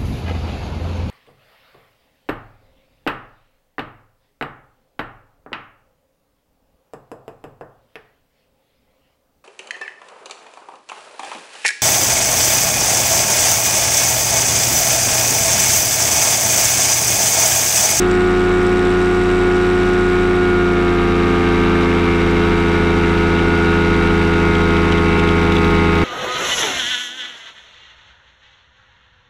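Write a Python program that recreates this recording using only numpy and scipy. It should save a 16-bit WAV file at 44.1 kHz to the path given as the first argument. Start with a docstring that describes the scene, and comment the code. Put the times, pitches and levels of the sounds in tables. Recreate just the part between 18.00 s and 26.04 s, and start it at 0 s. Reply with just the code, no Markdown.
"""Ultralight cockpit in flight

The open cockpit: a two-stroke twin, built from exhaust overtones, turns a geared three-blade propeller.
The throttle is eased after two seconds, so the overtones change weight and slide through the cabin's
resonances, while the wash of filtered noise grows louder. A panel buzzes at cruise power and then fades
back; later noise bursts clack in the frame, and a loose fitting ticks with short decaying sines."""
import sys
import numpy as np
from scipy import signal
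from scipy.fft import rfft, irfft, next_fast_len
from scipy.io import wavfile
from scipy.ndimage import uniform_filter1d, map_coordinates

SR = 44100
rng = np.random.default_rng(int(sys.argv[2]) if len(sys.argv) > 2 else 0)


def master(y):
    """Save y as 16-bit WAV."""
    cut = np.clip(np.atleast_2d(y).T, -1, 1)
    pcm = np.round(cut * 32767)  # scale
    wavfile.write(sys.argv[1], SR, pcm.astype(np.int16))


N = 354563
TIME = np.arange(N) / SR  # s

CRUISE_HZ, EASED_HZ = 90.4, 83.4  # crank turns per second that count as cruise and as fully eased
GEAR = 2.58  # crank turns per propeller turn
# crank speed: it drifts at cruise, settles lower when the throttle is eased, then sags on
START_HZ, DRIFT_HZ_PER_S = 90.53, 0.125
EASE_AT_S, EASE_DROP_HZ, SETTLE_S, SAG_HZ_PER_S = 2.35, 3.53, 0.81, 0.6
# turbulent wash: cruise level, rise as the engine slows, and one quick swell
WASH_DB, WASH_RISE_DB = -39, 2
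SWELL_AT_S, SWELL_S, SWELL_DB = 2.85, 0.55, 1.72
# the panel's buzz holds at cruise, then drops
BUZZ_DB, BUZZ_HOLD_S, BUZZ_RELEASE_S, BUZZ_DROP_DB = -44.5, 1.87, 1.3, 10
# the fitting works loose: it is struck on more and more propeller turns, and harder
LOOSE_AT_S, LOOSEN_S = 7.0904, 0.45
TICK_DB, TICK_GROWTH_DB, TICK_SCATTER_DB = -46, 5.5, 3.5  # before the trims in fitting()
FIRST_TICK_CHANCE, LOOSE_TICK_CHANCE = 0.3, 0.55  # share of turns with a tick
TICK_ATTACK_S = 0.0002  # time constant of the ring's onset
TOP_HZ = 15100  # upper edge of the sound

# colour of the slipstream's hiss and the fitting's contact: (frequency [Hz], relative level [dB])
HISS_COLOUR = [(2500, -12), (4000, -11), (4650, 6), (5050, -4), (5600, 0.5), (6700, -8), (7900, -7),
               (9000, -15.5), (9950, -20), (10500, -13), (11250, -22), (11950, -19), (13000, -22.5),
               (15000, -30)]


def undb(db):
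    """Decibels to gain."""
    return 10 ** (np.asarray(db) / 20)


def unit(x):
    """Scale to rms 1."""
    return x / np.std(x)


def colour(x, points):
    """Filter by a spectrum of (Hz, dB) points, falling 30 dB an octave outside them; rms 1."""
    hz, db = np.transpose(points)
    size = next_fast_len(N)
    f = np.maximum(np.arange(size // 2 + 1) * SR / size, 1)
    octaves_outside = np.abs(np.log2(f / np.clip(f, hz[0], hz[-1])))
    gain = undb(np.interp(np.log(f), np.log(hz), db) - 30 * octaves_outside)
    return unit(irfft(rfft(x, size) * gain, size)[:N])


def walk(rate):
    """Smooth random wander that changes about rate times a second; rms 1."""
    hold = max(int(SR / rate), 1)
    steps = np.repeat(rng.standard_normal(N // hold + 1), hold)
    smooth = uniform_filter1d(uniform_filter1d(steps, hold), hold)
    return unit(smooth[:N])


def bursts(turns, sharp):
    """A swell to 1 once a turn, narrower as sharp grows."""
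    return np.exp(sharp * (np.cos(2 * np.pi * turns) - 1))


def overtone(turns, multiple, lag):
    """One line of a repeating pulse, late by lag of its own cycles; rms 1."""
    return np.sqrt(2) * np.cos(2 * np.pi * (multiple * turns - lag))


def knocks(rows, points, decay_s):
    """Short bursts of coloured noise, each peaking at the level of its (s, dB) row."""
    out = np.zeros(N + SR)
    noise = colour(rng.standard_normal(N), points)
    age = TIME[:SR // 25]
    envelope = age * np.exp(-age / decay_s)
    for index, (s, db) in enumerate(rows):
        burst = noise[index * len(age):][:len(age)] * envelope
        out[int(s * SR):][:len(age)] += undb(db) * burst / np.abs(burst).max()
    return out[:N]


def crank_speed():
    """Turns per second: a slow drift, a quick settling as the throttle is eased, and a steady sag after it."""
    since_ease = np.maximum(TIME - EASE_AT_S, 0)
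    cruise = START_HZ - DRIFT_HZ_PER_S * np.minimum(TIME, EASE_AT_S)
    settling = EASE_DROP_HZ * (1 - np.exp(-since_ease / SETTLE_S))
    return cruise - settling - SAG_HZ_PER_S * since_ease


def engine(hz, turns, eased, jitter=0.0013, flutter_db=0.53, roughen=0.18, pulse_lag=0.12, pipe_lag=0.39):
    """Exhaust pulses as a stack of overtones; the firings come a little unevenly."""
    # (multiple of the crank rate, cruise level [dB], eased level [dB]), before the cabin
    exhaust_lines = [(1, -26.5, -20), (2, -26, -21.5), (3, -28.5, -28), (4, -15.5, -22), (5, -35.5, -23.5),
                     (6, -52, -37.5), (7, -48, -48), (8, -32.5, -49.5), (9, -36.5, -39.5), (10, -45, -32.5),
                     (11, -43, -33), (12, -33.5, -44), (13, -37.5, -28), (14, -38.5, -46.5),
                     (15, -40.5, -33.5), (16, -49, -38.5), (17, -50, -48), (18, -42.5, -47),
                     (19, -48.5, -74), (20, -41, -46.5), (21, -40, -48), (22, -54.5, -46.5), (23, -50, -45),
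                     (24, -47.5, -37), (25, -39.5, -33.5), (26, -57, -55), (27, -44.5, -34),
                     (28, -49, -42.5), (29, -51.5, -57), (30, -51, -40), (31, -51, -45.5), (32, -57, -40)]
    # peaks and notches the overtones slide through: (centre [Hz], width [Hz], gain [dB])
    cabin_modes = [(260.2, 7, 6), (433.2, 25, 5.5), (706, 13, 5.5), (781, 17, 4.5), (946, 32, 3.5),
                   (1048, 25, -19), (1105, 17, -10.5), (1221, 43.5, 13.5), (1436.7, 66, 22), (1562, 44, 10),
                   (2230, 39, 3.5), (2320, 32, 2)]
    # a two-stroke runs less evenly under a lighter load
    rough = 1 + roughen * eased
    uneven = turns + jitter * rough * walk(45)
    out = 0
    for multiple, cruise_db, eased_db in exhaust_lines:
        line_hz = multiple * hz[::100]  # every 100th sample is enough for the slow slide
        cabin_db = sum(db / (1 + (2 * (line_hz - f) / width) ** 2) for f, width, db in cabin_modes)
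        cabin_db = np.interp(TIME, TIME[::100], cabin_db)
        db = cruise_db + eased * (eased_db - cruise_db) + cabin_db
        # the high overtones flutter most in the moving air
        db = db + flutter_db * rough * multiple / 10 * walk(9)
        # the thump comes first, the pipe's ring follows, and reflections scatter everything higher
        lag = pulse_lag + pipe_lag * max(multiple - 3, 0) if multiple < 6 else rng.random()
        out = out + undb(db) * overtone(uneven, multiple, lag)
    return out


def puffs(turns):
    """A puff of gas from each cylinder, one nearer than the other."""
    return 1 + 0.58 * bursts(turns, 14) + 0.4 * bursts(turns + 0.23, 8.8)


def clatter(turns, eased, clatter_db=-4.0, follow=0.6, jitter=0.0017):
    """Pistons and gears repeat the same bright rattle on every crank turn, with a little play."""
    # (frequency [Hz], relative level [dB])
    clatter_colour = [(2300, -7), (2850, -5), (3250, -3.5), (3850, -5), (4200, -8), (4700, -15.5),
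                      (5600, -15), (6700, -19), (8800, -25), (10500, -24), (11200, -33), (12000, -28.5),
                      (15000, -39)]
    one_turn = rng.standard_normal(int(SR / CRUISE_HZ))
    place = (turns + jitter * walk(45)) % 1 * len(one_turn)
    repeated = map_coordinates(one_turn, [place], order=3, mode="grid-wrap")
    # its level follows part of the wash's rise
    wash_db = wash(eased)
    mean_db = wash_db.mean()
    db = clatter_db + mean_db + follow * (wash_db - mean_db)
    return colour(repeated * puffs(turns), clatter_colour) * undb(db)


def propeller(turns, eased, flutter_db=0.86):
    """The shaft's unbalance throbs; three blades drone in uneven air and chop the exhaust into side tones."""
    # unbalance and blade passes: (multiple of the shaft rate, cruise level [dB], eased level [dB])
    blade_tones = [(1, -26.5, -26.5), (3, -38, -37.5), (6, -29, -24.5), (9, -36, -31.5), (12, -33, -35),
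                   (15, -38, -31), (18, -49, -46.5), (21, -48, -37.5)]
    # chopped exhaust: (crank multiple, shaft multiple, cruise level [dB], eased level [dB])
    side_tones = [(2, 3, -52.5, -32.5), (4, -1, -38, -55.5), (4, 1, -42, -39.5), (8, -1, -43, -58)]
    shaft = turns / GEAR
    out = 0
    for multiple, cruise_db, eased_db in blade_tones:
        db = cruise_db + eased * (eased_db - cruise_db) + flutter_db * walk(9)
        out = out + undb(db) * overtone(shaft, multiple, rng.random())
    for of_crank, of_shaft, cruise_db, eased_db in side_tones:
        db = cruise_db + eased * (eased_db - cruise_db)
        out = out + undb(db) * overtone(turns, of_crank + of_shaft / GEAR, rng.random())
    return out


def panel(turns, snap_db=2):
    """A panel shaken four times a crank turn buzzes on its frame, hardest once a turn, with sharper snaps."""
    # (frequency [Hz], relative level [dB])
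    panel_colour = [(2000, -14), (3700, -1), (5000, -2.5), (5600, .7), (6600, -10), (7250, -1), (8150, 0),
                    (9200, -14), (12000, -20), (15000, -29)]
    # sharper snaps, before the snap_db trim: (time [s], level [dB])
    snaps = [(0.1136, -23), (0.632, -28), (0.6667, -24), (0.852, -28), (1.5823, -29)]
    contact = bursts(4 * turns, 3) * bursts(turns + 0.1, 0.45) * undb(1.6 * walk(200))
    released = np.clip((TIME - BUZZ_HOLD_S) / BUZZ_RELEASE_S, 0, 1)
    buzz = colour(rng.standard_normal(N) * contact, panel_colour)
    buzz = buzz * undb(BUZZ_DB - BUZZ_DROP_DB * released)
    return buzz + undb(snap_db) * knocks(snaps, panel_colour, decay_s=0.00042)


def frame(clack_db=-2):
    """The frame gives dry clacks: noise bursts that die within milliseconds."""
    # before the clack_db trim: (time [s], level [dB])
    clacks = [(5.3905, -16), (6.337, -18), (6.5516, -13.5), (6.7059, -16), (6.7653, -16), (6.9205, -12),
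              (6.98, -14), (7.195, -11), (7.289, -11.5), (7.5208, -13), (7.5655, -10)]
    # (frequency [Hz], relative level [dB])
    frame_colour = [(1800, 0), (2900, 5.5), (3800, 2), (4400, -14), (6000, -14.5), (8200, -20),
                    (11000, -35), (15000, -43)]
    return undb(clack_db) * knocks(clacks, frame_colour, decay_s=0.0017)


def ticks(turns):
    """Rows (s, dB): the loose fitting can be struck once a propeller turn, always at the same shaft angle."""
    shaft = turns / GEAR
    first_angle = np.interp(LOOSE_AT_S, TIME, shaft)
    times = np.interp(np.arange(first_angle, shaft[-1]), shaft, TIME)
    loose = np.clip((times - LOOSE_AT_S) / LOOSEN_S, 0, 1)
    luck, force = rng.random((len(times), 2)).T
    db = TICK_DB + TICK_GROWTH_DB * loose + TICK_SCATTER_DB * (2 * force - 1)
    chance = np.interp(loose, [0, 1], [FIRST_TICK_CHANCE, LOOSE_TICK_CHANCE])
    return np.column_stack([times, db])[luck < chance]


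def fitting(turns, tick_db=-6, contact_db=7):
    """A small metal part is knocked on some turns of the propeller: a dry contact and a brief ring."""
    # ring of the metal: (frequency [Hz], 60 dB decay time [s], relative level [dB])
    ring_modes = [(3380, .025, 21), (3750, 0.023, 24), (4750, 0.012, 8), (6200, .02, 3), (8800, .02, 2),
                  (11950, .025, -2), (13400, .03, -2)]
    out, age = np.zeros(N + SR), TIME[:SR // 10]
    onset = 1 - np.exp(-age / TICK_ATTACK_S)
    strikes = ticks(turns)
    for s, db in strikes:
        start = int(s * SR)
        for hz, t60, mode_db in ring_modes:
            # each strike detunes the modes slightly
            struck_hz = hz * (1 + 0.004 * rng.standard_normal())
            ring = np.sin(2 * np.pi * struck_hz * age) * onset * np.exp(-np.log(1000) * age / t60)
            out[start:start + len(age)] += undb(db + mode_db + tick_db) * ring
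    return out[:N] + undb(contact_db) * knocks(strikes, HISS_COLOUR, decay_s=0.002)


def wash(eased):
    """Level of the turbulent wash in dB: one quick swell, and a rise as the engine slows."""
    swell = np.clip((TIME - SWELL_AT_S) / SWELL_S, 0, 1)
    return WASH_DB + SWELL_DB * swell + WASH_RISE_DB * eased


def airflow(turns, eased, buffet_db=8.0, rasp_db=10.0, hiss_db=-9, hiss_follow=1.27, grain_db=2.0):
    """Low buffeting, and a rasp and a grainy hiss that pulse with the exhaust and the blades."""
    # air buffeting the pod: (frequency [Hz], relative level [dB])
    buffet_colour = [(15, -25), (30, -5), (40, 3.5), (55, -4.5), (100, -5.5), (170, -5.5), (235, 3.5),
                     (300, -5.5), (370, 0.5), (440, -6.5), (540, -13), (800, -15.5)]
    # exhaust gas and blade wakes: (frequency [Hz], relative level [dB])
    rasp_colour = [(350, -19), (550, -9.5), (740, -4.5), (920, -1.5), (1060, -2), (1320, 0.5), (1720, -1),
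                   (1960, -6), (2130, -0.5), (2560, -8), (2690, -4.5), (3300, -12), (3850, -8), (4250, -21)]
    wash_db = wash(eased)
    mean_db = wash_db.mean()
    pipe_ring, blades = 5 * turns, 3 * turns / GEAR
    pulsing = puffs(turns) * bursts(pipe_ring, 0.17) * bursts(blades, 0.085)
    noise = rng.standard_normal((3, N))
    buffet = colour(noise[0], buffet_colour) * undb(wash_db + buffet_db + 1.2 * walk(11))
    rasp = colour(noise[1] * pulsing * undb(0.8 * walk(120)), rasp_colour) * undb(wash_db + rasp_db)
    hiss = colour(noise[2] * pulsing * undb(grain_db * walk(500)), HISS_COLOUR)
    # the hiss swings further than the wash itself
    hiss = hiss * undb(mean_db + hiss_db + hiss_follow * (wash_db - mean_db))
    return buffet + rasp + hiss


def scene():
    """The crank's speed sets the engine-driven sounds and tells how far the throttle is eased."""
    hz = crank_speed()
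    turns = np.cumsum(hz) / SR
    eased = (CRUISE_HZ - hz) / (CRUISE_HZ - EASED_HZ)
    drive = engine(hz, turns, eased) + clatter(turns, eased) + propeller(turns, eased)
    rattles = panel(turns) + frame() + fitting(turns)
    air = airflow(turns, eased)
    return (drive + rattles + air)[None]


def record(dry):
    """A steep elliptic low-pass cuts the treble above TOP_HZ."""
    low_pass = signal.ellip(10, 0.1, 80, TOP_HZ, fs=SR, output="sos")
    return signal.sosfilt(low_pass, dry)


dry = scene()
out = record(dry)
master(out)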